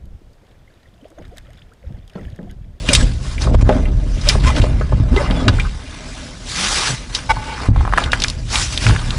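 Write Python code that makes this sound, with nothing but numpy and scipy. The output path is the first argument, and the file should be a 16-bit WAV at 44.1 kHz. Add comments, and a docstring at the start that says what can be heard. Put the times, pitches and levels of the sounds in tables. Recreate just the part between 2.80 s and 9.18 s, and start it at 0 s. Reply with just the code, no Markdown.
"""Steel gear shafts are worked loose in a gearbox case: teeth clink (modal bursts), blows and pushes
shake the bench that carries the microphone (low resonances). Groans and brief ringing notes sound
(gliding tones) as they are lifted out; a nylon jacket swishes and metal scrapes throughout (shaped noise).
A loose shaft grates and sings at 4.5 s (noise through narrow modes); from 4.9 s the steel is laid on the
wooden bench. A limiter ducks the whole sound at the loudest shocks."""
import sys
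import numpy as np
from scipy import signal
from scipy.io import wavfile
from scipy.ndimage import uniform_filter1d

SR = 44100
rng = np.random.default_rng(int(sys.argv[2]) if len(sys.argv) > 2 else 0)


def to_wav(s):
    """Save 16-bit WAV."""
    ch = np.atleast_2d(s).T  # columns
    pcm = np.round(np.clip(ch, -1, 1) * 32767)  # PCM
    wavfile.write(sys.argv[1], SR, pcm.astype(np.int16))


N = 281358

# All levels are relative within their source.
# Teeth and shafts striking: t/s, level/dB, ring centre f/Hz
CLINKS = [(0.088, 1, 2780), (0.133, 4, 4040), (0.132, 0, 9050), (0.15, 7.5, 3600), (0.15, -3, 7800),
          (0.579, -15.5, 2240), (0.619, -12, 4800), (0.669, -12.5, 980), (0.745, -14, 1000),
          (0.893, 11.5, 810), (1.054, -18.5, 2320), (1.413, -21, 4670), (1.47, -14.5, 3150),
          (1.475, -16, 2900), (1.488, 6.5, 4570), (1.495, -1, 2430), (1.546, -15, 1070), (1.599, -22, 3900),
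          (1.679, -22, 3570), (1.698, -10.5, 900), (1.762, -11.5, 3280), (1.817, -9, 3120),
          (2.01, -12, 1300), (2.122, -12, 1020), (2.362, -14.5, 3220), (2.459, -17, 1250),
          (2.508, -15, 3400), (2.681, -1, 1320), (2.681, 0, 3420), (2.784, -14, 1400), (2.797, -5.5, 2370),
          (2.849, -19.5, 1320), (4.346, -18, 4240), (4.349, -3.5, 4180), (4.375, -27, 4800),
          (4.389, -22, 2900), (4.565, -13, 834), (4.961, -10.5, 1020), (5.008, -9, 1006),
          (5.051, -8.5, 1150), (5.077, -6.5, 1090), (5.125, -5, 1200), (5.136, 1, 1210), (5.176, 3.5, 1370),
          (5.182, 6, 1230), (5.239, -6.5, 3400), (5.319, -6, 3800), (5.332, 5.5, 1530), (5.42, -0.5, 3840),
          (5.425, -9, 3160), (5.401, -8.5, 4470), (5.438, -0.5, 4430), (5.444, -4, 2250),
          (5.483, -6.5, 4550), (5.5, -8, 5070), (5.756, -0.5, 3060), (5.976, 0, 3370), (6.047, -10, 2710),
          (6.066, 1, 2030), (6.087, -12, 4700), (6.096, -2, 1170), (6.108, -6, 1270), (6.162, -6, 1730),
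          (6.306, -7, 3550)]
# Modes of the gear cluster: f/Hz
STEEL_MODES_HZ = [870, 1060, 1250, 1480, 1660, 2050, 2400, 2800, 3150, 3550, 3850, 4400, 4840, 5200, 5900,
                  7000, 7800, 8800]
# Heavy blows that reach the bench: t/s, level/dB, ring centre f/Hz
THUDS = [(0.09, -5.5, 243), (0.675, -16, 480), (0.711, -14, 238), (0.745, -9.5, 524), (0.752, 6.5, 55.7),
         (0.828, 5, 68), (0.892, 11.5, 407), (0.907, 1.5, 443), (1.555, -12, 404), (1.648, 0.5, 39.3),
         (1.8, 3.5, 67), (1.841, -10, 560), (2.011, -17, 595), (2.123, -16.5, 600), (2.132, -3.5, 95),
         (2.201, -3, 99), (2.319, -3.5, 55.7), (2.506, -7.5, 225), (2.679, -1.5, 123), (4.494, -14.5, 51.6),
         (4.568, -16, 80), (4.887, 2.5, 104), (4.97, 1, 41.8), (6.095, -14, 103)]
# Bench shaking under the work: t/s, rumble level/dB, case rattle level/dB
SHAKE = [(0.0, -19, -26), (0.224, -1.5, -21.5), (0.33, -12, -34), (0.564, -14.5, -33.5),
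         (0.693, -1.5, -14.5), (0.785, -9, -28), (0.92, -6, -13.5), (1.162, -6.5, -27.5),
         (1.422, -13, -29.5), (1.566, -2.5, -25.5), (1.821, -9, -15.5), (1.99, -2, -28), (2.08, -12, -34),
         (2.145, -7, -30.5), (2.609, -10.5, -18.5), (2.709, -4, -10), (2.873, -10.5, -72),
         (3.033, -25.5, -32.5), (3.45, -24.5, -31), (4.0, -23, -37), (4.86, -21.5, -29.5), (4.9, -5, -55),
         (5.223, -15, -25.5), (5.88, -15, -40), (5.97, -19, -28), (6.116, -2.5, -19.5), (6.201, -13.5, -36),
         (6.376, -9.5, -28.5)]
# Board resonances: f/Hz, width/Hz, level/dB
BOARD_MODES = [(39.96, 23.6, 7.5), (62.4, 28.4, 1.5), (100.7, 27.5, -3.5)]
# Case resonances: f/Hz, width/Hz, level/dB
CASE_MODES = [(185, 60, -2), (245, 55, 0), (410, 90, -6), (500, 80, -5), (588, 70, -6)]
# Loose shaft grating along a tooth edge: t/s, level/dB
GRATE = [(4.485, -34), (4.495, -11), (4.517, -12), (4.531, -36.5), (4.568, -38), (4.739, -31), (4.88, -101)]
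# Modes of the loose shaft: f/Hz, level/dB
SHAFT_MODES = [(501, -15), (872, 0), (1140, -10), (1490, -7), (2040, -14), (2250, -9), (2790, -20),
               (3290, -22), (3880, -24), (5000, -22), (5320, -27)]
# Groans and brief ringing notes: start t/s, end t/s, first f/Hz, last f/Hz, level/dB
GLIDING_TONES = [(0.096, 0.143, 599, 565, -17.5), (0.15, 0.26, 8000, 7900, -33),
                 (1.463, 1.503, 592, 570, -21.5), (1.706, 1.741, 1980, 2030, -31),
                 (1.652, 1.703, 1023, 1068, -17), (2.307, 2.359, 210, 293, -15),
                 (2.359, 2.387, 380, 413, -13), (2.39, 2.425, 548, 610, -18),
                 (2.369, 2.393, 2030, 2040, -22), (2.547, 2.636, 3470, 3340, -36),
                 (3.75, 3.888, 167, 210, -30), (4.087, 4.159, 134, 126, -20),
                 (6.039, 6.148, 105.6, 107.8, -9.5)]
# Separate scrapes and swishes: start t/s, hold/s, level/dB
STROKES = [(0.091, 0.12, -22), (0.437, 0.1, -34), (0.618, 0.022, -26), (0.746, 0.007, -30.5),
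           (0.814, 0.007, -34), (1.479, 0.05, -23), (1.659, 0.02, -19), (1.77, 0.025, -24),
           (1.818, 0.02, -28), (2.368, 0.092, -29.5), (2.511, 0.13, -34), (2.738, 0.11, -35),
           (3.694, 0.025, -23.5), (3.771, 0.33, -16.5), (4.353, 0.02, -24.5), (5.179, 0.056, -28.5),
           (5.331, 0.018, -27.5), (5.398, 0.1, -30), (5.739, 0.089, -15), (5.925, 0.012, -21),
           (6.027, 0.068, -20)]
# Light contact that never quite stops: t/s, level/dB
RUB = [(0.0, -34), (0.33, -38.5), (0.7, -48), (0.85, -39.5), (0.92, -32), (1.117, -47.5), (1.42, -34),
       (1.59, -36), (2.265, -42.5), (2.9, -40), (3.422, -33), (3.55, -37.5), (4.5, -36), (4.869, -31),
       (4.919, -49), (4.99, -37), (5.65, -41), (5.9, -27.5), (6.376, -31)]
# What is sliding: t/s, cloth share (1 cloth, 0 metal)
SLIDING = [(0, 0.63), (.6, 0.7), (.9, 0.13), (1.3, 0.69), (1.5, 0.59), (1.7, 0.47), (2.5, 0.15),
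           (2.9, 0.49), (3.7, 0.79), (4.4, 0.66), (4.85, 0.28), (4.97, 0.19), (5.28, 0.22), (5.4, 0.56),
           (5.9, 0.89), (6.15, 0.53)]
# Spectrum of cloth hiss: f/Hz, level/dB
CLOTH_SPECTRUM = [(180, -54), (300, -12.5), (640, -18.5), (737, -12), (2130, -7.5), (5730, -2.5),
                  (10800, -14.5)]
# Spectrum of metal scrape: f/Hz, level/dB
SCRAPE_SPECTRUM = [(180, -58), (300, 16), (456, 6), (2040, -4.5), (2590, -9), (10800, -26)]
# Channel difference relative to the middle: f/Hz, level/dB
SIDE_SPECTRUM = [(40, -28), (1500, -26), (10000, -20)]

LAID_DOWN_S = 4.9
HELD_T60_S, RESTING_T60_S = 0.045, 0.015  # gloved hands damp the steel, the wooden bench more so
TICK_AT_4KHZ_DB, TICK_T60_S, REBOUND_DB = -15, 0.0044, -4
SHAFT_WIDTH_HZ = 25
MIN_RISE_DB_PER_S, MIN_FALL_DB_PER_S = 335, 215
BASS_CUT_HZ, EDGE_HZ = 28, 10900
LIMIT_DB, RECOVERY_DB_PER_S = -6.0, 490.0


def gain_of(db):
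    """Amplitude gain of a level in dB."""
    return 10 ** (np.asarray(db) / 20)


def evened(x):
    """Scale to rms 1."""
    return x / np.sqrt(np.mean(x ** 2) + 1e-20)


def read(points, hz):
    """Read a spectrum table, linear in dB over log frequency."""
    f, value = np.transpose(points)
    return np.interp(np.log(hz + 1), np.log(f + 1), value)


def curves(rows, t):
    """Interpolate each column of a table over time."""
    s, *columns = np.transpose(rows)
    return [np.interp(t, s, c) for c in columns]


def add(mix, s, sound):
    """Mix in a sound from s seconds, cut at the end of the mix."""
    part = mix[round(s * SR):][:len(sound)]
    part += sound[:len(part)]


def resonate(x, hz, width_hz):
    """Two-pole resonance of gain 1 at its centre."""
    return signal.lfilter(*signal.iirpeak(hz, hz / width_hz, SR), x)


def resonate_twice(x, hz, width_hz, second_width_hz):
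    """Two resonances in series, for steeper skirts."""
    return resonate(resonate(x, hz, width_hz), hz, second_width_hz)


def lumps(size):
    """Slow chance: noise smoothed over size samples, rms 1."""
    return evened(uniform_filter1d(uniform_filter1d(rng.standard_normal(N), size), size))


def clinks():
    """Each contact ticks, cracks, starts steel modes near its centre in step; its tick rebounds once."""
    out, t = np.zeros(N), np.arange(SR // 6) / SR
    hz = np.array(STEEL_MODES_HZ)[:, None]
    for s, db, centre_hz in CLINKS:
        luck, tune = rng.standard_normal((2, len(hz), 1))
        held = s < LAID_DOWN_S
        t60_s = HELD_T60_S if held else RESTING_T60_S

        focus = np.clip(30.0 - 1.2 * db, 12, 60)  # dB/octave^2; a light tap wakes fewer modes
        mode_db = -focus * np.log2(hz / centre_hz) ** 2 + 3 * luck
        tones = np.sin(2 * np.pi * hz * (1 + 0.018 * tune) * t)
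        ring = (gain_of(mode_db - 60 * t / t60_s) * tones).sum(0)

        noise = rng.standard_normal(len(t))
        width_hz = 25 / focus * centre_hz
        crack = evened(resonate_twice(noise, centre_hz, width_hz, width_hz))
        crack *= 0.3 * gain_of(-60 * t / t60_s) + 0.05 * gain_of(-60 * t / 0.1)  # second term: room tail

        # light, hand-held contacts last longer; so do those of low centre
        contact_s = ((focus / 24) ** 2 if held else 1.3) / centre_hz
        rise = np.sin(np.pi / 2 * np.minimum(t / contact_s, 1)) ** 2
        ring = ring / abs(ring * rise).max()
        add(out, s, gain_of(db) * (0.7 * ring + 0.8 * crack) * rise)

        tick_db = db + TICK_AT_4KHZ_DB + 5.4 * np.log2(centre_hz / 4000)
        tick = np.diff(noise[::-1], prepend=0) * gain_of(tick_db - 60 * t / TICK_T60_S)
        add(out, s, tick)
        add(out, s + rng.uniform(0.003, 0.007), gain_of(REBOUND_DB) * tick)
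    return out


def thuds():
    """A blow starts the decaying board and case modes nearest its centre."""
    out, t = np.zeros(N), np.arange(SR // 4) / SR
    modes = BOARD_MODES + CASE_MODES
    for s, db, centre_hz in THUDS:
        ring = np.zeros(len(t))
        for hz, width_hz, _ in modes:
            tone = np.sin(2 * np.pi * hz * rng.uniform(1.0, 1.05) * t)
            ring += gain_of(-6.5 * np.log2(hz / centre_hz) ** 2) * np.exp(-1.9 * width_hz * t) * tone
        onset = np.minimum(3 * centre_hz * t, 1)
        add(out, s, gain_of(db + 7.5) * ring / abs(ring).max() * onset)
    return out


def bench():
    """Uneven pushes drive the board resonances; lumpy grinding drives those of the case."""
    rumble_db, rattle_db = curves(SHAKE, np.arange(N) / SR)
    push, grind = rng.standard_normal((2, N))
    grind = grind * gain_of(4 * lumps(size=300))
    board = sum(gain_of(db) * evened(resonate_twice(push, hz, w, 2 * w)) for hz, w, db in BOARD_MODES)
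    case = sum(gain_of(db) * evened(resonate_twice(grind, hz, w, 1.6 * w)) for hz, w, db in CASE_MODES)
    return gain_of(rumble_db - 6.5) * evened(board) + gain_of(rattle_db - 7.0) * evened(case)


def shaft():
    """Grating noise excites the narrow modes of the loose shaft."""
    t = np.arange(GRATE[0][0], GRATE[-1][0], 1 / SR)
    grit = rng.standard_normal(len(t))
    rings = signal.hilbert([resonate(grit, hz, SHAFT_WIDTH_HZ) for hz, _ in SHAFT_MODES])
    rings = (rings / abs(rings) ** 0.7).real  # steady pressure keeps each mode ringing evenly
    song = sum(gain_of(db) * evened(ring) for ring, (_, db) in zip(rings, SHAFT_MODES))
    flutter_db = 3 * lumps(size=350)[:len(t)]  # the edge catches and lets go
    song = song * gain_of(curves(GRATE, t)[0] + flutter_db)
    out = np.zeros(N)
    add(out, t[0], song * signal.windows.tukey(len(t), 0.1))
    return out


def gliding_tones():
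    """A gliding tone of wavering pitch and level: low groans, short sung notes, faint high rings."""
    out = np.zeros(N)
    for start_s, end_s, first_hz, last_hz, db in GLIDING_TONES:
        n = round((end_s - start_s) * SR)
        waver = evened(uniform_filter1d(rng.standard_normal(n), size=200))
        turns = np.cumsum(np.geomspace(first_hz, last_hz, n) + 16.6 * waver) / SR
        level_db = db + 4 * np.clip(waver[::-1], -2, 1.5)
        tone = gain_of(level_db) * np.sin(2 * np.pi * turns)
        add(out, start_s, tone * signal.windows.tukey(n, 0.5))
    return out


def rubbing_db(t):
    """Each stroke swells, holds and dies away on top of the light contact."""
    start_s, hold_s, db = np.transpose(STROKES)[:, :, None]
    before_s, after_s = np.maximum(start_s - t, 0), np.maximum(t - start_s - hold_s, 0)
    quick = np.clip(0.03 / hold_s, 1, 3)  # short strokes start and stop more abruptly
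    stroke_db = db - quick * (MIN_RISE_DB_PER_S * before_s + MIN_FALL_DB_PER_S * after_s)
    return 10 * np.log10(gain_of(2 * curves(RUB, t)[0]) + gain_of(2 * stroke_db).sum(0))


def rub():
    """Sliding hiss: cloth smooth and bright; metal grainy, darker, waking the steel modes."""
    frames, hz = N // 64 + 5, np.fft.rfftfreq(256, 1 / SR)
    t = np.arange(frames) * 64 / SR
    cloth = curves(SLIDING, t)[0]
    metal_share = 1 - cloth
    treble = hz > 900

    real, imag, patches = rng.standard_normal((frames, 129, 3)).T
    patches = uniform_filter1d(patches, size=4, axis=0)  # over frequency
    patches = evened(uniform_filter1d(patches, size=24, axis=1))  # over time
    grit = evened(uniform_filter1d(rng.standard_normal(frames), size=3))
    grain_db = 2.0 * patches + (0.62 + metal_share) * grit

    colour_db = np.outer(read(CLOTH_SPECTRUM, hz), cloth) + np.outer(read(SCRAPE_SPECTRUM, hz), metal_share)
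    colour = gain_of(colour_db)
    colour /= np.sqrt((colour[treble] ** 2).sum(0))
    z = (real + 1j * imag) * colour * gain_of(grain_db)
    z = z / np.sqrt((abs(z[treble]) ** 2).sum(0).mean()) * gain_of(rubbing_db(t) + 0.5)
    hiss = signal.istft(z, nperseg=256, noverlap=192)[1][:N]

    metal = np.interp(np.arange(N) / SR, t, metal_share) * hiss
    # burrs catch about 60 times a second and jolt the steel
    catches = rng.random(N) < 60 / SR
    metal *= 1 + 2.9 * uniform_filter1d(35.0 * catches, size=40)
    # the contact wanders, so each mode comes and goes
    rings = sum(gain_of(3 + 4 * lumps(size=1200)) * resonate(metal, f, 120) for f in STEEL_MODES_HZ)
    return hiss + rings


def scene():
    """Sum the sources; a faint phase-scrambled copy sets the channels slightly apart."""
    mid = clinks() + thuds() + bench() + shaft() + gliding_tones() + rub()
    hz, _, z = signal.stft(mid, SR, nperseg=512)
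    scramble = np.exp(2j * np.pi * rng.random(z.shape[::-1]).T)
    z = z * gain_of(read(SIDE_SPECTRUM, hz))[:, None] * scramble
    side = signal.istft(z, SR, nperseg=512)[1][:N]
    return np.array([mid + side, mid - side])


def record(dry):
    """Bass cut, limiter on the 3.4 ms level with quick recovery, clipping of sharp peaks, treble cut."""
    dry = signal.lfilter(*signal.butter(2, BASS_CUT_HZ, "high", fs=SR), dry)
    power = signal.lfilter(np.ones(150) / 150, 1, (dry ** 2).mean(0))
    level_db = 10 * np.log10(power + 1e-12)
    fall_db = np.arange(N) * RECOVERY_DB_PER_S / SR
    held_db = np.maximum.accumulate(level_db + fall_db) - fall_db
    over_db = np.maximum(held_db - LIMIT_DB, 0)
    limited = np.clip(dry / gain_of(over_db), -1, 1)
    treble_cut = signal.firwin(511, EDGE_HZ, window=("kaiser", 9), fs=SR)
    return signal.oaconvolve(limited, treble_cut[None], "same")


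dry = scene()
out = record(dry)
to_wav(out)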